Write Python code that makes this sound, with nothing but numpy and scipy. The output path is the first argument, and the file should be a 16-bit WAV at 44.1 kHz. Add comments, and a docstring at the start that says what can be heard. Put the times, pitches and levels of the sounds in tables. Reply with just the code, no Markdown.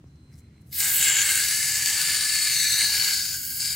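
"""Camping stove at a forest table

A gas canister is screwed onto the stove close by: a knock, ticks, a thin whistle and small puffs come first.
Then the valve opens and noise rushes out in four bands with a rough edge tone, sputtering, coloured by
moving resonances, hollows and close reflections. The jet thins near the end and catches again.
Noise shaped to a distant low rumble, with a wavering hum and faint air, lies underneath in both channels.
"""
import sys
import numpy as np
from scipy import signal
from scipy.fft import rfft, irfft
from scipy.io import wavfile
from scipy.ndimage import uniform_filter1d, map_coordinates

SR = 44100
rng = np.random.default_rng(int(sys.argv[2]) if len(sys.argv) > 2 else 0)


def to_wav(s):
    """Save 16-bit WAV."""
    ch = np.atleast_2d(s).T  # columns
    pcm = np.round(np.clip(ch, -1, 1) * 32767)  # PCM
    wavfile.write(sys.argv[1], SR, pcm.astype(np.int16))


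N = 165375
T = np.arange(N) / SR  # seconds
HZ = np.maximum(np.arange(N // 2 + 1) * SR / N, 1)  # frequency axis, kept above zero for logarithms
CUTOFF_HZ = 15800

# Base level of the rushing gas in four bands.
# Each row: time in seconds, then low, middle, high and top band in dB.
HISS_LEVELS = [(0.7, -85, -81, -70, -71), (0.73, -50, -42, -45.5, -37), (0.785, -42, -38, -36, -28),
               (0.8, -37, -33.5, -28, -26), (0.83, -32.5, -33, -25.5, -29.5), (0.97, -34, -35.5, -29, -23),
               (1.04, -27.5, -30.5, -22, -32), (1.06, -26, -30.5, -24, -30.5),
               (1.15, -26.5, -34, -29.5, -36.5), (1.17, -27, -31, -28, -35), (1.37, -29, -31, -24, -30),
               (1.43, -31.5, -29, -25.5, -33), (1.68, -33.5, -31.5, -26, -34.5),
               (2.1, -31, -28.5, -25.5, -35), (2.19, -32.5, -28, -26, -37.5),
               (2.78, -31.5, -24.5, -25, -33), (2.81, -28, -24.5, -24, -36), (2.86, -33, -24.5, -27, -34),
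               (3.1, -31.5, -26, -27.5, -33), (3.16, -38, -26, -29, -35.5),
               (3.24, -40.5, -31, -31.5, -36.5), (3.35, -42.5, -34, -32.5, -36.5),
               (3.39, -46.5, -39.5, -35.5, -36), (3.46, -47.5, -41, -37, -34), (3.59, -47, -38.5, -35, -33),
               (3.6, -41, -29.5, -29, -37.5), (3.73, -41, -30.5, -31, -37.5), (3.75, -40, -36, -33, -35)]
# Borders between those bands in Hz, and a constant trim for each band in dB.
BAND_EDGES_HZ = [3500, 5500, 10500]
BAND_TRIM_DB = [0.028, -0.53, -1.3, -0.12]
FLUTTER_DB, FLUTTER_HZ = 0.21, 98  # spread and speed, drawn separately for each band

# Smooth colour of the jet. Each row: frequency in Hz, gain in dB.
JET_COLOUR = [(50, -58), (200, -17.5), (350, -18.5), (600, -24), (1100, -20.5), (1450, -8.5), (2400, -2.5),
              (3500, -4), (5000, -5), (7500, 1.9), (10000, -1.5), (12000, -0.9), (15800, 0.7)]
SPUTTER_DB, SPUTTER_HZ = 0.6, 37
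# Droplets of liquid gas burst in the jet: mean rate, swell at strength 1, time from start to peak.
SPITS_PER_S, SPIT_DB, SPIT_RISE_S = 75, -9, 0.00058

# Place of the stove in the stereo picture. Each row: frequency in Hz, left minus right in dB.
PAN = [(900, -0.5), (1200, 4), (1500, 0.5), (2800, -0.8), (4300, 3), (5400, 5), (7000, 2.5), (10000, 2),
       (15000, -1.5)]
RIGHT_LAG_S = 0.000008
# Part of the hiss unrelated between the channels. Each row: frequency in Hz, level against the shared part in dB.
SCATTER = [(250, -26), (900, -19.5), (1150, -4), (1550, -15.5), (2700, -16.5), (3500, -4.5), (4500, -9),
           (5700, -2.5), (7300, -9), (14000, -7)]

# Resonances and hollows of the burner. Each row: frequency in Hz, width in Hz, mean gain in dB.
BURNER = [(924, 103, 7), (2114, 310, 2.5), (2810, 47, -0.4), (3500, 310, -5), (5030, 186, 1.2),
          (6100, 370, -1.5), (6330, 240, 3.5), (7030, 180, 4.0), (7780, 940, 3.5), (9860, 350, 4.5),
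          (11090, 210, 4.5), (13000, 370, 2.5)]
SWELL_DB, SWELL_HZ = 1.5, 2.5
# The two strongest cavity tones move as the hands turn the canister.
# Each row: time in seconds, frequency in Hz.
LOW_CAVITY = [(0.8, 1600), (1.37, 1605), (1.55, 1715), (2.15, 1735), (2.85, 1710), (2.95, 1640),
              (3.4, 1590), (3.75, 1600)]
MAIN_CAVITY = [(0.8, 4380), (1.37, 4320), (1.55, 4540), (2.2, 4570), (2.4, 4470), (2.75, 4380), (3.0, 4490),
               (3.3, 4550), (3.75, 4600)]
LOW_WIDTH_HZ, LOW_ADDED_DB = 57, 11
MAIN_WIDTH_HZ, MAIN_START_DB, MAIN_END_DB = 260, -5.5, 14
# Resonances and hollows that come and go with the grip. Each row: start and end in seconds,
# frequency at start and at end in Hz, width in Hz, gain in dB (negative for a hollow).
GRIP = [(0.6, 0.79, 1500, 1490, 400, -12), (0.77, 1.03, 716, 660, 240, 6.5), (0.8, 0.9, 2160, 2150, 120, 6),
        (0.84, 1.62, 5400, 5200, 260, -5), (0.948, 1.204, 3050, 3070, 700, 4.5),
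        (1.02, 1.678, 2230, 2120, 110, 6.5), (1.07, 1.42, 13800, 13800, 1000, -9),
        (1.2, 2.0, 5950, 5950, 200, -1), (1.28, 2.282, 1520, 1620, 80, 2.5),
        (1.253, 1.82, 3300, 3400, 350, -4), (1.45, 1.94, 6540, 6560, 150, 5),
        (1.45, 2.05, 8650, 8600, 400, -2), (1.48, 1.7, 9850, 9700, 400, 7),
        (1.5, 2.5, 12300, 12000, 900, -5), (1.8, 2.15, 4580, 4600, 100, 4),
        (1.45, 2.5, 13200, 13350, 300, 4), (1.48, 2.41, 5710, 5500, 150, 3.5),
        (1.76, 1.97, 1440, 1480, 180, -8), (1.82, 1.95, 8100, 8000, 300, 6),
        (1.917, 2.6, 9140, 9200, 250, 5), (1.96, 2.92, 1200, 1170, 140, 5.5),
        (1.97, 2.492, 6120, 6400, 460, -9.5), (1.98, 3.03, 5560, 5450, 360, -4.5),
        (2.24, 2.42, 3500, 3550, 200, -11), (2.29, 2.695, 2500, 2410, 110, 8),
        (2.52, 2.9, 5860, 6000, 200, 4.5), (2.56, 2.8, 3180, 3130, 250, -6),
        (2.55, 2.74, 10700, 10700, 400, -5), (2.555, 2.9, 3700, 4100, 300, 5.5),
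        (2.68, 2.88, 8550, 8700, 300, 5.5), (2.8, 3.2, 910, 930, 150, 3.5),
        (2.86, 3.03, 5500, 5540, 140, 9), (2.9, 3.2, 8360, 8550, 300, -4),
        (2.97, 3.95, 1790, 1810, 80, -21), (3.02, 3.47, 6900, 6600, 330, 5.5),
        (3.123, 3.53, 1540, 1470, 100, 6.5), (3.16, 3.63, 12370, 12910, 780, -8),
        (3.18, 4, 5180, 5150, 170, 6.5), (3.27, 4, 3280, 3260, 90, 3), (3.38, 3.62, 3550, 3570, 310, -24),
        (3.25, 4, 3530, 3530, 110, -14), (3.35, 3.56, 2520, 2520, 200, -7),
        (3.3, 3.52, 10300, 10350, 400, -6), (3.38, 3.87, 6180, 5700, 700, -15),
        (3.354, 3.56, 7300, 7350, 300, -13), (3.3, 3.8, 8950, 9300, 300, -6.5),
        (3.498, 3.8, 9900, 9600, 300, 3.5), (3.57, 4, 2340, 2260, 80, 8)]
GRIP_FADE_S = 0.039

# Close reflections from hands, canister, chest and table.
# Each row: mean delay behind the direct sound in seconds, mean level in dB.
REFLECTIONS = [(0.000616, -20), (0.00105, -20), (0.00137, -18), (0.0018, -16), (0.0024, -16), (0.0034, -17),
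               (0.0047, -18), (0.0073, -20)]
SWAY_S, SWAY_HZ = 0.00002, 0.8
REFLECTION_FLICKER = 0.47  # share by which each reflection comes and goes
# A hand passing over the burner. Each row: time in seconds, delay of its reflection in seconds, level in dB.
HAND = [(2.1, 0.00043, -40), (2.52, 0.00046, -17), (2.6, 0.000494, -7.5), (2.72, 0.000488, -7),
        (2.85, 0.000455, -9.5), (3.0, 0.000423, -18), (3.15, 0.00042, -40)]
# Short spurts of gas. Each row: centre in seconds, length in seconds, peak gain in dB.
SPURTS = [(1.884, 0.0088, 3), (3.147, 0.02, 1.5)]

# Breathy edge tone at the valve.
# Each row: time in seconds, frequency in Hz, level before sputter and spurts in dB.
EDGE_TONE = [(0.73, 8900, -56), (0.8, 8500, -28.5), (0.9, 8200, -32.5), (1.02, 7700, -25.5),
             (1.12, 7340, -23), (1.21, 6920, -22.5), (1.26, 7900, -27), (1.38, 8650, -29.5),
             (1.5, 8200, -51)]
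EDGE_PASS_WIDTH_HZ = 840  # of each of two passes

# First leaks. Each row: centre in seconds, length in seconds, level in dB, frequency in Hz, width in Hz.
LEAKS = [(0.33, 0.035, -70, 2050, 220), (0.342, 0.03, -65.5, 5200, 900), (0.37, 0.07, -67, 8000, 6000),
         (0.392, 0.016, -63.5, 8500, 7000), (0.5, 0.25, -71.5, 2140, 220),
         (0.617, 0.011, -65.5, 9000, 7000), (0.685, 0.032, -61, 11000, 6000)]
LEAK_GRAIN_DB, LEAK_GRAIN_HZ = 4.5, 280
# Thin whistle at the seal. Each row: time in seconds, level in dB.
WHISTLE = [(0, -98), (0.08, -79), (0.18, -73), (0.31, -71), (0.37, -76), (0.46, -71), (0.505, -84),
           (0.57, -70.5), (0.66, -79), (0.76, -90)]
WHISTLE_HZ, WHISTLE_OCTAVE_DB, WHISTLE_WAVER_HZ = 4091, -9, 7

# Ticks of the thread. Each row: start in seconds, starting level in dB, decay in seconds.
TICKS = [(0.068, -72, 0.025), (0.157, -65, 0.004)]
TICK_HZ, TICK_WIDTH_HZ = 5700, 600
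# Soft knock of handling. Each row: start in seconds, approximate peak in dB.
KNOCKS = [(0.0418, -36.5)]
KNOCK_HZ, KNOCK_DECAY_PER_S = 210, 800

# Colour of the forest. Each row: frequency in Hz, gain in dB.
FOREST = [(25, -14.5), (45, -28), (65, -0.5), (110, -0.5), (155, 0), (180, -8), (300, -12.5), (430, -25),
          (600, -31), (1500, -36.5), (3500, -42), (6000, -44), (9000, -48.5), (16000, -58)]
# Stereo spread of the forest. Each row: frequency in Hz, side against middle in dB.
FOREST_SIDE = [(30, -42), (100, -43), (200, -29), (380, -13.5), (700, -5.5), (1300, 0), (8000, 0),
               (15000, -7)]
FOREST_DB, HUM_HZ, HUM_DB = -49.5, 78.7, -59


def jet(flow):
    """Turbulent gas passes the burner, reflections and hand; each band then gets its own level."""
    gas = shaped(turbulence() * flow, from_db(over_hz(JET_COLOUR)))
    gas = hand(reflections(burner(gas)))
    lowpasses = [1 / (1 + (HZ / hz) ** 20) for hz in BAND_EDGES_HZ]
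    below = [0] + lowpasses + [1 * (HZ < CUTOFF_HZ)]
    out = 0
    for low, high, db, trim_db in zip(below, below[1:], in_time(HISS_LEVELS), BAND_TRIM_DB):
        band = shaped(gas, high - low)
        # even out the slow level over 0.15 s, then set it
        power = uniform_filter1d(np.mean(band, axis=0) ** 2, size=6615)
        band = band / np.sqrt(power)
        flutter_db = FLUTTER_DB * drift(FLUTTER_HZ)
        out = out + band * from_db(db + trim_db + flutter_db)
    valve_open = T > HISS_LEVELS[0][0]
    return out * valve_open


def sputter():
    """Gain of the unsteady jet: flow wobble plus short spits that swell and die."""
    strength = np.minimum(rng.exponential(1, N), 2)
    spits = (rng.random(N) < SPITS_PER_S / SR) * strength
    r = np.exp(-1 / (SPIT_RISE_S * SR))
    bursts = signal.lfilter([np.e * (1 - r)], [1, -2 * r, r * r], spits)  # peak 1 for strength 1
    wobble = from_db(SPUTTER_DB * drift(SPUTTER_HZ))
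    return rms_one(wobble * (1 + from_db(SPIT_DB) * bursts))


def turbulence():
    """Stereo noise from the stove: a part shared by both channels and a scattered part, placed by PAN and lag."""
    direct = rfft(rng.standard_normal(N))
    scattered = rfft(rng.standard_normal((2, N))) * from_db(over_hz(SCATTER))
    side = np.array([[1], [-1]]) / 2  # left, right
    lag = np.exp(2j * np.pi * HZ * RIGHT_LAG_S * side)
    place = from_db(side * over_hz(PAN)) * lag
    return irfft((direct + scattered) * place, N)


def burner(gas):
    """The burner's resonances swell and fade, two cavity tones move, and the grip adds gliding peaks and hollows."""
    for hz, width, db in BURNER:
        gain = from_db(db + SWELL_DB * drift(SWELL_HZ))
        gas = gas + (gain - 1) * resonate(gas, hz, width)
    low_hz, main_hz = in_time(LOW_CAVITY)[0], in_time(MAIN_CAVITY)[0]
    gas = gas + from_db(LOW_ADDED_DB) * resonate(gas, low_hz, LOW_WIDTH_HZ)
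    main_db = np.linspace(MAIN_START_DB, MAIN_END_DB, N)
    gas = gas + from_db(main_db) * resonate(gas, main_hz, MAIN_WIDTH_HZ)
    for start, end, start_hz, end_hz, width, db in GRIP:
        held = np.clip(np.minimum(T - start, end - T) / GRIP_FADE_S + .5, 0, 1)
        hz = np.interp(T, [start, end], [start_hz, end_hz])
        gas = gas + (from_db(db * held) - 1) * resonate(gas, hz, width)
    return gas


def reflections(x):
    """Several short, unrelated paths cut irregular, slowly drifting ripples into the hiss."""
    out = x
    for delay_s, db in REFLECTIONS:
        swaying_s = delay_s + SWAY_S * drift(SWAY_HZ)
        gain = from_db(db) * (1 + REFLECTION_FLICKER * drift(SWAY_HZ))
        out = out + gain * delayed(x, swaying_s)
    return out


def hand(x):
    """The cupped hand sends back one strong reflection: a comb that slides as the hand comes and goes."""
    delay_s, db = in_time(HAND)
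    return x + from_db(db) * delayed(x, delay_s)


def spurts():
    """Gain of the hiss while a spurt of gas passes, rising and falling as a bell curve in dB."""
    return from_db(sum(db * bell(s, length) for s, length, db in SPURTS))


def edge_tone():
    """A rough, narrow band of hiss at the valve whose pitch sags, then climbs back."""
    hz, db = in_time(EDGE_TONE)
    tone = resonate(turbulence(), hz, EDGE_PASS_WIDTH_HZ)
    tone = resonate(tone, hz, EDGE_PASS_WIDTH_HZ)
    sounding = (T > EDGE_TONE[0][0]) * (T < EDGE_TONE[-1][0])
    return rms_one(tone) * from_db(db) * sounding


def seal():
    """Grainy puffs of filtered noise and a thin two-partial whistle of escaping gas at the seal."""
    air = turbulence() * from_db(LEAK_GRAIN_DB * drift(LEAK_GRAIN_HZ))
    leaks = 0
    for s, length, db, hz, width in LEAKS:
        puff = rms_one(resonate(air, hz, width))
        leaks = leaks + puff * from_db(db) * bell(s, length)
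    pitch_hz = WHISTLE_HZ + WHISTLE_WAVER_HZ * drift(40)
    phase = 2 * np.pi * np.cumsum(pitch_hz) / SR
    whistle = rms_one(np.sin(phase) + from_db(WHISTLE_OCTAVE_DB) * np.sin(2 * phase))
    level = from_db(in_time(WHISTLE)[0]) * (T < WHISTLE[-1][0])
    return leaks + whistle * level


def thread():
    """The metal thread ticks as the canister turns: resonant noise with sudden starts and exponential decays."""
    rasp = rms_one(resonate(turbulence(), TICK_HZ, TICK_WIDTH_HZ))
    envelope = 0
    for s, db, decay_s in TICKS:
        envelope = envelope + from_db(db) * (T > s) * np.exp(-np.abs(T - s) / decay_s)
    return rasp * envelope


def knocks():
    """A dull bump of the hand on the canister, as a heavily damped sine."""
    out = np.zeros(N)
    for s, db in KNOCKS:
        age = np.maximum(T - s, 0)
        ring = np.sin(2 * np.pi * KNOCK_HZ * age) * np.exp(-KNOCK_DECAY_PER_S * age)
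        out -= 2 * from_db(db) * ring  # doubled because damping about halves the first peak
    return out


def forest():
    """Distant rumble and faint air from shaped noise, wider in the treble, with a wavering hum in the middle."""
    mid, side = shaped(rng.standard_normal((2, N)), from_db(over_hz(FOREST)))
    side = shaped(side, from_db(over_hz(FOREST_SIDE)))
    air = rms_one(mid + side * np.array([[1], [-1]]))
    hum_hz = HUM_HZ + 2 * drift(4.86)
    hum = rms_one(np.sin(2 * np.pi * np.cumsum(hum_hz) / SR))
    return from_db(FOREST_DB) * air + from_db(HUM_DB) * hum


def resonate(x, hz, width_hz, size=441):
    """A two-pole resonance of gain 1 at hz; a curve of hz is followed in blocks of size samples."""
    r = np.exp(-np.pi * width_hz / SR)
    zeros = np.array([1, 0, -1]) * (1 - r * r) / 2
    pull = (1 + r * r) * np.cos(2 * np.pi * hz / SR)
    if np.ndim(hz) == 0:
        return signal.lfilter(zeros, [1, -pull, r * r], x)
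    out, state = np.zeros_like(x), np.zeros(x.shape[:-1] + (2,))
    for i in range(0, N, size):
        block = x[..., i:i + size]
        out[..., i:i + size], state = signal.lfilter(zeros, [1, -pull[i], r * r], block, zi=state)
    return out


def delayed(x, delay_s):
    """Both channels heard later by a delay that may move, read between samples."""
    position = (T - delay_s) * SR
    return np.array([map_coordinates(channel, [position], order=3) for channel in x])


def bell(centre_s, length_s):
    """Bell curve with peak 1, down to 0.61 half a length from its centre."""
    return np.exp(-2 * ((T - centre_s) / length_s) ** 2)


def drift(rate_hz):
    """Random wander of spread 1, from noise whose amplitude is halved at rate_hz."""
    return rms_one(shaped(rng.standard_normal(N), 1 / (1 + (HZ / rate_hz) ** 2)))


def shaped(x, gain):
    """Filter by a gain for each frequency."""
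    return irfft(rfft(x) * gain, N)


def over_hz(points):
    """A spectrum table on the full frequency axis, straight over log frequency."""
    hz, value = np.transpose(points)
    return np.interp(np.log(HZ), np.log(hz), value)


def in_time(rows):
    """Each column after the time column, sample by sample."""
    s, *columns = np.transpose(rows)
    return [np.interp(T, s, column) for column in columns]


def rms_one(x):
    """Scale to unit RMS level."""
    return x / np.sqrt(np.mean(x ** 2) + 1e-20)


def from_db(db):
    """Decibels to amplitude gain."""
    return 10 ** (np.asarray(db) / 20)


def scene():
    """The stove in front of the forest; jet and edge tone share one sputtering flow."""
    flow = sputter()
    rush = (jet(flow) + edge_tone() * flow) * spurts()
    return rush + seal() + thread() + knocks() + forest()


def record(dry):
    """A steep elliptic low-pass cuts the top."""
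    steep = signal.ellip(12, 0.1, 80, CUTOFF_HZ, fs=SR, output="sos")
    return signal.sosfilt(steep, dry)


dry = scene()
out = record(dry)
to_wav(out)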